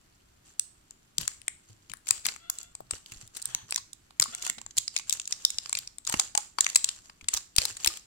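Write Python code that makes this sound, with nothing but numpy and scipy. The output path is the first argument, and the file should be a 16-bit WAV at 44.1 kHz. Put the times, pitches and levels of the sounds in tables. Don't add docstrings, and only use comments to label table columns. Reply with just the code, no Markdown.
import sys
import numpy as np
from scipy import signal
from scipy.fft import rfft, irfft, next_fast_len
from scipy.io import wavfile

SR = 44100
rng = np.random.default_rng(int(sys.argv[2]) if len(sys.argv) > 2 else 0)


def wav_out(sig):
    wavfile.write(sys.argv[1], SR, np.round(np.clip(np.atleast_2d(sig).T, -1, 1) * 32767).astype(np.int16))


N = 355446
TIME = np.arange(N) / SR


def undb(db):
    return 10 ** (np.asarray(db) / 20)


def unit(x):
    return x / np.sqrt(np.mean(x ** 2) + 1e-20)


def add(out, s, x):
    i = max(int(s * SR), 0)
    out[..., i:i + x.shape[-1]] += x[..., :N - i]


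def colour(x, points, lag_s=0):
    size = x.shape[-1]
    fast = next_fast_len(size)
    f = np.maximum(np.fft.rfftfreq(fast, 1 / SR), 1)
    hz, db = np.transpose(points)
    gain = undb(np.interp(np.log(f), np.log(hz), db))
    delay = np.exp(-2j * np.pi * f * lag_s)
    return irfft(rfft(x, fast) * gain * delay, fast)[..., :size]


def fade(t, t60_s):
    return np.exp(-np.log(1000) * t / max(t60_s, .001))


def sides(pan_db):
    gain = undb(np.array([[pan_db], [-pan_db]]) / 2)
    return unit(gain)


def walk(per_second):
    steps = rng.standard_normal(8192)
    return unit(np.interp(TIME * per_second, np.arange(len(steps)), steps))


def peak(f, hz, height_db, width):
    return 1 + undb(height_db) / (1 + ((f - hz) / (width * hz)) ** 2)


def floor(air_db=-66.5, rumble_db=-70, swell_db=3):
    # (per Hz, relative)
    air_spectrum = [(12, -33.5), (20, 0.5), (55, -2.5), (124, -8), (147, -3), (351, -9), (521, -23),
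                    (566, -21), (772, -22.5), (863, -25), (1350, -23.5), (1740, -25.5), (7730, -31),
                    (15200, -37.5), (16500, -54.5)]
    mid = colour(rng.standard_normal(N), air_spectrum)
    side = colour(rng.standard_normal(N), air_spectrum)
    side = colour(side, [(40, -11.0), (150, -11.5), (500, 4), (16000, -2)])
    air = undb(air_db) * (mid + np.array([[1], [-1]]) * side) / np.std(mid)
    air = colour(air, [(120, -4), (400, -2.0), (1000, 4.0)])
    rumble_spectrum = [(15, 2), (40, 7.0), (120, 4), (200, -15), (600, -26), (3000, -74.5)]
    rumble = unit(colour(rng.standard_normal(N), rumble_spectrum))
    return air + rumble * undb(rumble_db + swell_db * walk(18))


def room(x, wet_db=-17, t60_s=0.35, top_t60_s=0.2, build_s=0.011, echo_spread_db=2):
    # pitch_hz, level_db (relative)
    tail_tone = [(100, -4), (500, -13.5), (1300, 2.5), (2800, 0), (3800, -0.5), (5200, 0), (6500, -1),
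                 (7700, 1.5), (9500, -2), (12000, -3.5), (16000, 1)]
    t = np.arange(int(.6 * SR)) / SR
    uneven = undb(echo_spread_db * rng.standard_normal((2, len(t))))
    echoes = rng.standard_normal((2, len(t))) * uneven
    top = colour(echoes, [(7000, -41), (9000, -8.0), (11000, -6)])
    tail = (echoes - top) * fade(t, t60_s) + top * fade(t, top_t60_s)
    tail *= 1 - np.exp(-(t / build_s) ** 2)
    tail = colour(unit(tail) / np.sqrt(len(t)), tail_tone)
    return undb(wet_db) * signal.fftconvolve(x, tail, axes=1)[:, :N]


def ports(x, lag_s=0.000682):
    # pitch_hz, left_minus_right_db
    balance = [(120, 0.5), (500, 1.5), (1000, 4), (2000, 4), (4000, 4), (8000, 0.5), (13000, 4.5)]
    hz, db = np.transpose(balance)
    left = colour(x[0], np.c_[hz, db / 2])
    right = colour(x[1], np.c_[hz, -db / 2], lag_s)
    return np.array([left, right])


def thuds(rise_s=0.00059, grit=0.75):
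    # start_s, level_db, pitch_hz
    hits = [(1.185, -36, 155), (1.21, -43.5, 153), (1.229, -44, 110), (1.698, -47, 109), (1.901, -53, 115),
            (2.104, -47.5, 117), (2.253, -53, 220), (2.809, -57, 129), (2.928, -38, 81), (3.119, -48, 106),
            (3.16, -46, 42), (3.228, -49.5, 109), (3.476, -54, 125), (3.539, -52, 124), (3.626, -52, 107),
            (4.201, -40.5, 118), (4.282, -52.5, 231), (4.495, -51.5, 217), (4.574, -53.5, 233),
            (4.773, -48, 108), (5.749, -58, 125), (6.078, -53.5, 116), (6.14, -30, 190), (6.167, -40, 69),
            (7.226, -48, 80.5), (7.339, -43.5, 78.6), (7.584, -15, 44.84), (7.698, -52, 112),
            (7.872, -32, 50)]
    # (per Hz, relative)
    drag_tone = [(.2, -3), (1, 0), (1.33, -5), (3, -18), (20, -52)]
    # pitch_hz, level_db (relative)
    apart_tone = [(40, -18), (200, 3)]
    light_t60_s, light_db, halving_db = 0.15, -48.5, 9.5
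    out, t = np.zeros((2, N)), np.arange(SR // 3) / SR
    for s, db, hz in hits:
        t60_s = light_t60_s / 2 ** ((db - light_db) / halving_db)
        apart = colour(rng.standard_normal((2, len(t))), apart_tone)
        drag = rng.standard_normal(len(t)) + apart
        drag = colour(drag, [(hz * multiple, drag_db) for multiple, drag_db in drag_tone])
        envelope = fade(t, t60_s) * (1 - np.exp(-t / rise_s))
        thud = (np.sin(2 * np.pi * hz * t) + grit * unit(drag)) * envelope
        add(out, s, undb(db) * unit(thud) * np.sqrt(np.mean(envelope ** 2)))
    return out


def tin(film, ring_db=-58):
    # pitch_hz, level_db (relative), t60_s
    modes = [(780, -6, 0.092), (870, 1.5, 0.041), (1105, 5.5, 0.12), (1270, 2, .12), (1320, -17.5, 0.19),
             (2785, -12.5, 0.074), (3700, -8.5, .1)]
    t = np.arange(SR // 3) / SR
    ring = np.zeros((2, len(t)))
    for hz, db, t60_s in modes:
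        start_phase = rng.random((2, 1))
        ring += undb(db) * fade(t, t60_s) * np.sin(2 * np.pi * (hz * t + start_phase))
    return undb(ring_db) * signal.fftconvolve(film, ring, axes=1)[:, :N]


def pops(pan_db=3, rough=0.2, rise_s=0.0004):
    # start_s, level_db, pitch_hz, t60_s
    flips = [(2.805, -26.5, 650, 0.014), (2.936, -26.5, 455, 0.0097), (4.258, -27, 1100, 0.013),
             (4.467, -32.5, 890, 0.0067), (6.098, -34.5, 925, 0.083), (6.141, -20.5, 298, 0.02),
             (6.142, -30, 1100, 0.025), (6.197, -25.5, 785, 0.044), (6.351, -20, 860, 0.029),
             (6.379, -25, 835, 0.055), (6.586, -18.5, 990, 0.012), (7.582, -37.5, 262, 0.012),
             (7.633, -36, 530, 0.043), (7.877, -42, 336, 0.095), (7.902, -39.5, 1217, 0.045)]
    out, t = np.zeros((2, N)), np.arange(SR // 5) / SR
    for s, db, hz, t60_s in flips:
        noise = rng.standard_normal((2, len(t)))
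        grit = unit(colour(noise, [(hz / 4, -20), (hz, 0), (hz * 3, -20)]))
        ring = np.sin(2 * np.pi * hz * t) + rough * grit
        envelope = fade(t, t60_s) * (1 - np.exp(-t / rise_s))
        add(out, s, undb(db) * sides(pan_db) * ring * envelope)
    return out


def squeaks(flutter_db=1.5, lift_db=2):
    # time_s, slips_per_s, level_db (before the lift)
    slides = [
        [(2.40, 660, -65), (2.46, 695, -55.5), (2.56, 700, -64), (2.66, 690, -62.5), (2.73, 700, -77)],
        [(3.42, 400, -63), (3.48, 480, -60), (3.52, 730, -55), (3.6, 860, -57.5), (3.66, 870, -67)],
        [(4.28, 590, -53), (4.315, 610, -63), (4.337, 702, -45.5), (4.365, 705, -63), (4.39, 712, -53),
         (4.42, 680, -63), (4.46, 680, -51), (4.485, 720, -45.5), (4.53, 700, -69)],
    ]
    scatters = [.03, .14, 0.0235]
    # pitch_hz, level_db (relative)
    slip_tone = [(300, -25), (700, 12), (1400, 9), (2100, 7), (2800, 5), (3500, 14), (5000, -14),
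                 (12000, -39)]
    out = np.zeros(N)
    uneven, grip_db = walk(500), flutter_db * walk(90)
    for slide, scatter in zip(slides, scatters):
        s, *columns = np.transpose(slide)
        hz, db = (np.interp(TIME, s, column) for column in columns)
        cycles = np.cumsum(hz * (1 + scatter * uneven)) / SR
        slips = np.diff(np.floor(cycles), prepend=0)
        tone = unit(colour(slips - slips.mean(), slip_tone))
        sliding = (TIME > s[0]) * (TIME < s[-1])
        out += tone * undb(db + grip_db + lift_db) * sliding
    return out


def strain(attack_s=0.0091, sag_db_per_s=6.5, release_s=0.035, rest_db=-71):
    # start_s (full strength), length_s, level_db (of the fine crackle)
    pulls = [(0.457, 0.036, -55), (1.206, 0.011, -36), (1.28, 0.052, -50.5), (1.69, 0.013, -58.5),
             (1.9, .06, -67), (2.082, 0.071, -41), (2.257, 0.032, -37), (2.54, 0.09, -52),
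             (2.919, 0.043, -45.5), (3.073, 0.16, -52), (3.356, 0.011, -43.5), (3.446, 0.1, -48),
             (3.697, 0.073, -48.5), (4.211, 0.19, -47.5), (4.421, 0.044, -39), (4.763, 0.048, -52.5),
             (4.945, 0.017, -46.5), (5.08, 0.091, -46.5), (5.296, 0.29, -48), (5.633, 0.2, -49),
             (6.076, .16, -39.5), (6.396, 0.046, -47), (6.608, 0.11, -41.5), (6.73, 0.23, -47.5),
             (7.047, 0.013, -53.5), (7.331, 0.033, -40), (7.578, 0.12, -37.5), (7.801, 0.14, -40.5)]
    t = TIME[::32]
    power = np.full(len(t), undb(rest_db) ** 2)
    for s, length_s, db in pulls:
        before = np.minimum(t - s, 0)
        after = np.maximum(t - s - length_s, 0)
        edges = np.exp(before / attack_s - after / release_s)
        sag_db = sag_db_per_s * np.clip(t - s, 0, length_s)
        power += (edges * undb(db - sag_db)) ** 2
    return np.interp(TIME, t, np.sqrt(power))


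def crackle(per_second=650, spread_db=4.0, grain_s=0.00045, rub_db=-5, pan_db=4, clump_db=2.5):
    # (per Hz, relative)
    crease_tone = [(150, -22), (400, -12.5), (900, -9), (1400, -13.5), (2200, -12), (3200, -9),
                   (4500, -8.5), (6000, -6.5), (7600, -1.5), (9000, -12), (11000, -16.5), (16000, -27.5)]
    count = 12000
    t = np.arange(128) / SR
    chance, grit = rng.random((count, 6)), rng.standard_normal((count, len(t)))
    sounding = chance[:, 0] < per_second * N / SR / count
    when, pitch, size, side, length = chance[sounding, 1:].T[:, :, None]
    hz = 1200 + 8000 * pitch
    strength = np.minimum(-np.log(size), 3.5)
    decay = np.exp(-t / (grain_s * (1 + length)))
    ticks = (np.sin(2 * np.pi * hz * t) + grit[sounding]) * decay * undb(spread_db * strength)
    place = ((when * N).astype(int) + np.arange(len(t))).ravel()
    grains = []
    for ear in (1, -1):
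        heard = ticks * undb(ear * pan_db * (2 * side - 1.5))
        grains.append(np.bincount(place, heard.ravel(), N)[:N])
    clumped = unit(np.array(grains) * undb(clump_db * walk(70)))
    rub = undb(rub_db) * rng.standard_normal((2, N))
    return unit(colour(clumped + rub, crease_tone)) * strain()


def snap(decay_ms, ring_hz, body_hz, body_db, top_db, scatter_s=0.00018, rise_ms=0.28, shared=0.65,
         linger_db=-17, linger_ms=2, onset_db=-16, onset_ms=0.43, settle_ms=11):
    # (per Hz, relative)
    film_tone = [(100, -21), (350, -10), (600, -2.5), (900, 1), (1600, 0), (2250, 5), (3000, 2.5),
                 (4200, 6), (6000, 5), (7800, 7), (9500, 4.5), (11500, -1.5), (16000, -7)]
    rise_share = 0.041
    ring_db, ring_loss_db, ring_width = 11, 2, .07
    body_ring_db, body_width = 9, .14
    ms = (np.arange(1024) - 128) / SR * 1000
    f = np.fft.rfftfreq(len(ms), 1 / SR) + 1
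    after, decay_ms = np.maximum(ms, 0), max(decay_ms, .3)
    envelope = np.exp(-after / decay_ms) + undb(linger_db) * np.exp(-after / linger_ms)
    envelope *= 1 - np.exp(-after / (rise_ms + rise_share * decay_ms))
    envelope *= np.exp(-(after / settle_ms) ** 2)
    envelope += undb(onset_db) * np.exp(-abs(ms) / onset_ms)
    noise = rng.standard_normal((3, len(ms)))
    burst = np.sqrt(shared) * noise[0] + np.sqrt(1 - shared) * noise[1:]
    spectrum = rfft(burst * envelope)
    spectrum *= undb(np.interp(f, *np.transpose(film_tone)))
    spectrum *= peak(f, body_hz, body_ring_db, body_width)
    spectrum *= peak(f, ring_hz, ring_db - ring_loss_db * np.log2(decay_ms), ring_width)
    edges_hz = [500, 3300, 10000, 16000]
    power = np.mean(abs(spectrum) ** 2, axis=0) * 2 / len(ms) / (SR / 1000)
    have_db = []
    for low, high in zip(edges_hz, edges_hz[1:]):
        have_db.append(10 * np.log10(power[(f >= low) & (f < high)].sum()))
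    corners_hz = [500, 3000, 3700, 9400, 10600, 16000]
    change_db = np.array([body_db, 0, top_db]) - have_db
    spectrum *= undb(np.interp(f, corners_hz, np.repeat(change_db, 2)))
    spectrum[1] *= np.exp(-2j * np.pi * f * scatter_s * rng.uniform(-0.76, 1))
    return irfft(spectrum)


def snaps():
    # start_s, level_db (3-10 kHz), decay_ms (0.3 at least is used), ring_hz, body_hz,
    # body_db and top_db (both against the level), left_minus_right_db
    facets = [(0.5956, -12.5, 0.26, 8180, 2960, -22.5, -12.5, -2),
              (0.9086, -35.5, 0.58, 7150, 880, -22, -18, 3), (1.1828, -13, 0.34, 7400, 3190, -15, -15, 5.5),
              (1.2111, -29.5, 7, 4600, 2580, -10, -2.5, 16),
              (1.2784, -13.0, 0.33, 8160, 2060, -10.5, -16, 7),
              (1.417, -40.0, 0.47, 9300, 2770, -7, -14, 5), (1.4813, -16, 0.34, 8170, 2170, -9, -20.5, 3.5),
              (1.8971, -35.5, 5.1, 7250, 3260, -3.5, -16, 5),
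              (1.917, -34.5, 0.97, 6860, 2380, -7.5, -21, 12),
              (1.9364, -28, 0.6, 9800, 1630, -4.5, -7, 8.5),
              (1.97, -45.5, 1.2, 7960, 1210, -22, -9.5, 11.5),
              (2.0698, -33, 2.8, 6500, 2390, -5.5, -7.5, 21), (2.082, -27, 1.9, 6900, 2430, -25, -10, -0.5),
              (2.0876, -18, 0.41, 7450, 1030, -29, -14, -4), (2.108, -6, 1.3, 7620, 2450, -13, -13, 6),
              (2.2513, -21, 2.6, 4700, 2690, -22, -12, 5), (2.256, -19.5, 1.3, 4330, 2120, -4.5, -26, 36),
              (2.2652, -15.5, 1.4, 7550, 2690, -10.5, -6.5, -2), (2.286, -20, 3.1, 4600, 2300, -3, -28, 4),
              (2.3621, -36.0, 0.74, 7400, 1300, -3, -16, 6),
              (2.4991, -16.5, 1.1, 7050, 1190, -15, -2.5, -2),
              (2.5859, -25.5, 1.2, 7400, 2950, -25, -17, 3), (2.6303, -35.5, 2, 7140, 690, -26, -9, 2),
              (2.7518, -28, 0.6, 7970, 970, -16.5, -26, 0), (2.9091, -17, 2.2, 8180, 630, -15, -20.5, 1.5),
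              (2.9348, -38, 2.7, 7700, 600, 4.5, -28, 4), (3.0612, -37.5, 0.7, 4850, 3220, -6, -13, -3),
              (3.1194, -33.5, 5.2, 6600, 2470, -2.5, -8, -2), (3.224, -46, 1.7, 5940, 2630, -9, -13, 7),
              (3.276, -40.5, 1.1, 9800, 600, -26, -9, -3), (3.3676, -27.5, 13, 8800, 1930, -14.5, -8.5, 18),
              (3.418, -30.5, 1.5, 7300, 1810, -22, -14, 3), (3.4236, -25.0, 1.2, 8500, 930, -35, -13, -12),
              (3.456, -18.0, 0.33, 8540, 2740, -30, -11, -1),
              (3.5484, -14.5, 0.57, 6260, 2540, -15, -12.5, -1),
              (3.7083, -22, 0.9, 8450, 3100, -36.5, -11, -2), (3.7235, -20, 1.2, 4900, 2560, -4.5, -20, 4),
              (3.7442, -21.5, 0.7, 5830, 2670, -27, -17, -11),
              (3.7601, -14.5, 0.75, 6300, 2240, -14.5, -12.5, -1.5),
              (3.777, -22, 7.5, 4750, 1000, -11.5, -26, 2), (3.931, -30.5, 1.7, 7360, 3000, -26, -13, -8),
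              (4.107, -45.5, 1, 4000, 800, -0.5, -16, -8.5),
              (4.1985, -7, 1.1, 7360, 2170, -13, -16.5, -0.5), (4.2118, -28, 0.6, 5940, 1080, -6, -1, -1),
              (4.2192, -11.5, 5.7, 5200, 1270, -14, -13, -25),
              (4.2249, -11.5, 1.4, 5150, 1260, -16.5, -17, 22), (4.2392, -21, 1.3, 8250, 3060, -14, -14, 3),
              (4.3491, -22.5, 0.53, 7600, 2170, -12.5, -18, -1.5),
              (4.4228, -23, 5.1, 7100, 2740, -14, -15, -3.5), (4.4487, -24, 4.7, 6900, 3120, -10, -14, -9),
              (4.4652, -21.5, 3.3, 7200, 930, -5.5, -17, 2.5),
              (4.4751, -22.5, 3.4, 7000, 1380, -15, -19, -24),
              (4.498, -15, 1.1, 7500, 1990, -7.5, -12, -6.5), (4.5819, -33, 9, 4160, 600, -2, -25, -3),
              (4.6146, -32, 1.1, 7360, 920, -8, -19, -7), (4.6635, -29, 0.54, 6960, 960, -12.5, -35, 4),
              (4.7083, -34.5, 2.5, 6400, 3190, -15, -28, -10),
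              (4.7689, -21.5, 0.83, 7300, 696, -18, -11, -14),
              (4.7762, -17.5, 3.9, 7500, 3300, -12.5, -16, 7),
              (4.7811, -8.5, 3.8, 6850, 3150, -17, -15.5, -6.5),
              (4.879, -18.0, 1.4, 5020, 2100, -18.5, -31, -4.5),
              (4.964, -13, 3.3, 6720, 2440, -8, -24, -1.5), (4.9768, -22.5, 0.5, 4760, 3190, -30, -22, 1),
              (4.9874, -24.5, 0.51, 6340, 2560, -15, -12, -13), (4.9957, -30, 4.3, 6200, 2630, -2, -16, -3),
              (5.0961, -13.5, 1.6, 7630, 2890, -19, -14.5, -1),
              (5.107, -23, 1.6, 3560, 3050, -12, -19, -10), (5.1257, -12.5, 2.4, 6540, 2500, -19, -15, 6),
              (5.135, -21.5, 3.3, 6900, 2710, -19, -11, -9), (5.1981, -20.5, 1.1, 7140, 2730, -12, -27, -2),
              (5.216, -31.5, 1.2, 6200, 2970, -17, -18, 0), (5.2547, -30.5, 1.6, 6750, 2820, -27, -24, -4),
              (5.2752, -22, 1.5, 7240, 2520, -16.5, -18, -4), (5.3086, -31, 0.6, 8000, 2370, -31, -13, -20),
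              (5.324, -14, 3.1, 5500, 2360, -18, -27, -3.5),
              (5.4507, -5.0, 0.62, 5280, 3300, -26.5, -14.5, -3),
              (5.503, -20.0, 1.7, 7700, 2800, -17, -17, -5), (5.585, -16.5, 0.23, 5120, 2950, -15, -29, 1),
              (5.659, -27, 0.57, 5070, 1150, -7, -35, -11), (5.6945, -24, 1.4, 7500, 1090, -18, -27, 2),
              (5.728, -14.5, 1.4, 7300, 2430, -12.5, -24, -2.5),
              (5.7515, -19, 1.7, 4540, 2400, -6, -18, -2.5),
              (5.7703, -20, 7.6, 6700, 2450, -8.5, -27, -3.5),
              (5.7878, -23, 1.4, 4600, 3000, -15, -5.5, 4.5),
              (5.8745, -27.0, 0.9, 5570, 2630, -18, -24, -4.5),
              (5.9841, -28.5, 0.91, 8060, 3340, -21.5, -20, 4),
              (6.05, -30.5, 1.3, 6900, 3200, -21, -20, -9), (6.068, -26.5, 2.2, 5000, 1310, -16, -18, 13),
              (6.0734, -16.5, 1.5, 6900, 1290, -18, -21, -3.5), (6.0965, -19, 2.0, 8450, 840, -9, -13, 2.5),
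              (6.1249, -23.5, 3, 6760, 675, -3.5, -6, 1), (6.1398, -19.5, 3.8, 6600, 564, 2.5, -26, -4.5),
              (6.1965, -7.5, 2.3, 6900, 780, -15, -21.5, -2), (6.351, -14.5, 1.5, 6830, 820, -8.5, -31, 0),
              (6.3753, -9.5, 3.1, 7130, 865, -12.5, -21, -5.5), (6.5852, -20, 4.8, 4640, 990, -2, -23, 1),
              (6.6072, -5.5, 1.7, 6740, 1730, -19.5, -19.5, -3.5),
              (6.644, -18.5, 1.8, 6200, 3240, -15.5, -19, -2), (6.6657, -16, 0.27, 6600, 2170, 0, -28.5, 2),
              (6.6895, -26.5, 2, 6900, 2690, -13, -19, -1.5),
              (6.699, -22.5, 2.5, 6500, 2820, -14, -17.5, -6), (6.748, -21, 0.9, 6770, 670, -29, -20, -6),
              (6.7577, -2.5, 3.7, 7600, 2380, -15.5, -18, 1),
              (6.7723, -24.5, 1.4, 7100, 960, -25.5, -7.5, -3),
              (6.8435, -9.5, 2.1, 7400, 3120, -19, -20, 2.5),
              (6.8893, -17, 1.9, 7300, 3270, -11.5, -26, 1.5), (7.0971, -40, 2.5, 4700, 946, 1, -25.5, -4),
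              (7.2105, -43, 4.8, 6600, 2650, 2.5, -20, 1), (7.243, -42, 1.8, 3470, 2610, -4, -25, 2),
              (7.285, -12, 2.9, 7500, 2930, -12.5, -21, -0.5), (7.3349, -26, 1.5, 6700, 1310, -5.5, -20, 9),
              (7.3382, -11.5, 2.1, 7250, 1310, -45, -14.5, -8),
              (7.346, -23, 2.7, 6050, 1040, -5.5, -7, -0.5),
              (7.3656, -20.5, 8.2, 6200, 880, -15.5, -16, -8), (7.373, -19, 1.7, 5700, 950, -15, -14.5, 2),
              (7.563, -15, 1.9, 8700, 2840, -18, -9.5, 6.5),
              (7.5828, -5.5, 3.4, 4860, 2900, -9.5, -13, -0.5),
              (7.617, -21.5, 1.9, 4560, 584, -8.5, -15, 4), (7.6528, -15, 2.2, 4970, 920, -17, -10, 6),
              (7.768, -27.0, 6.2, 7700, 1880, -13, -15, -1), (7.8461, -14, 2, 6650, 2960, -6.5, -10.5, 1),
              (7.8609, -16.5, 0.5, 8900, 890, -8, -10, 11), (7.8733, -8.5, 3.4, 5300, 2420, -11, -10, 2),
              (7.9717, -31.5, 2.5, 7000, 2670, -6.5, -8, 2)]
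    out = np.zeros((2, N))
    lead_s = 128 / SR
    for s, db, *facet, pan_db in facets:
        add(out, s - lead_s, undb(db) * sides(pan_db) * snap(*facet))
    return out


def scene():
    film = snaps() + crackle() + pops() + squeaks()
    near = film + tin(film) + thuds()
    return ports(near) + room(near) + floor()


def record(dry, top_hz=16300):
    low_pass = signal.ellip(8, .1, 60, top_hz, fs=SR, output="sos")
    return signal.sosfiltfilt(low_pass, np.clip(dry, -1, 1))


dry = scene()
out = record(dry)
wav_out(out)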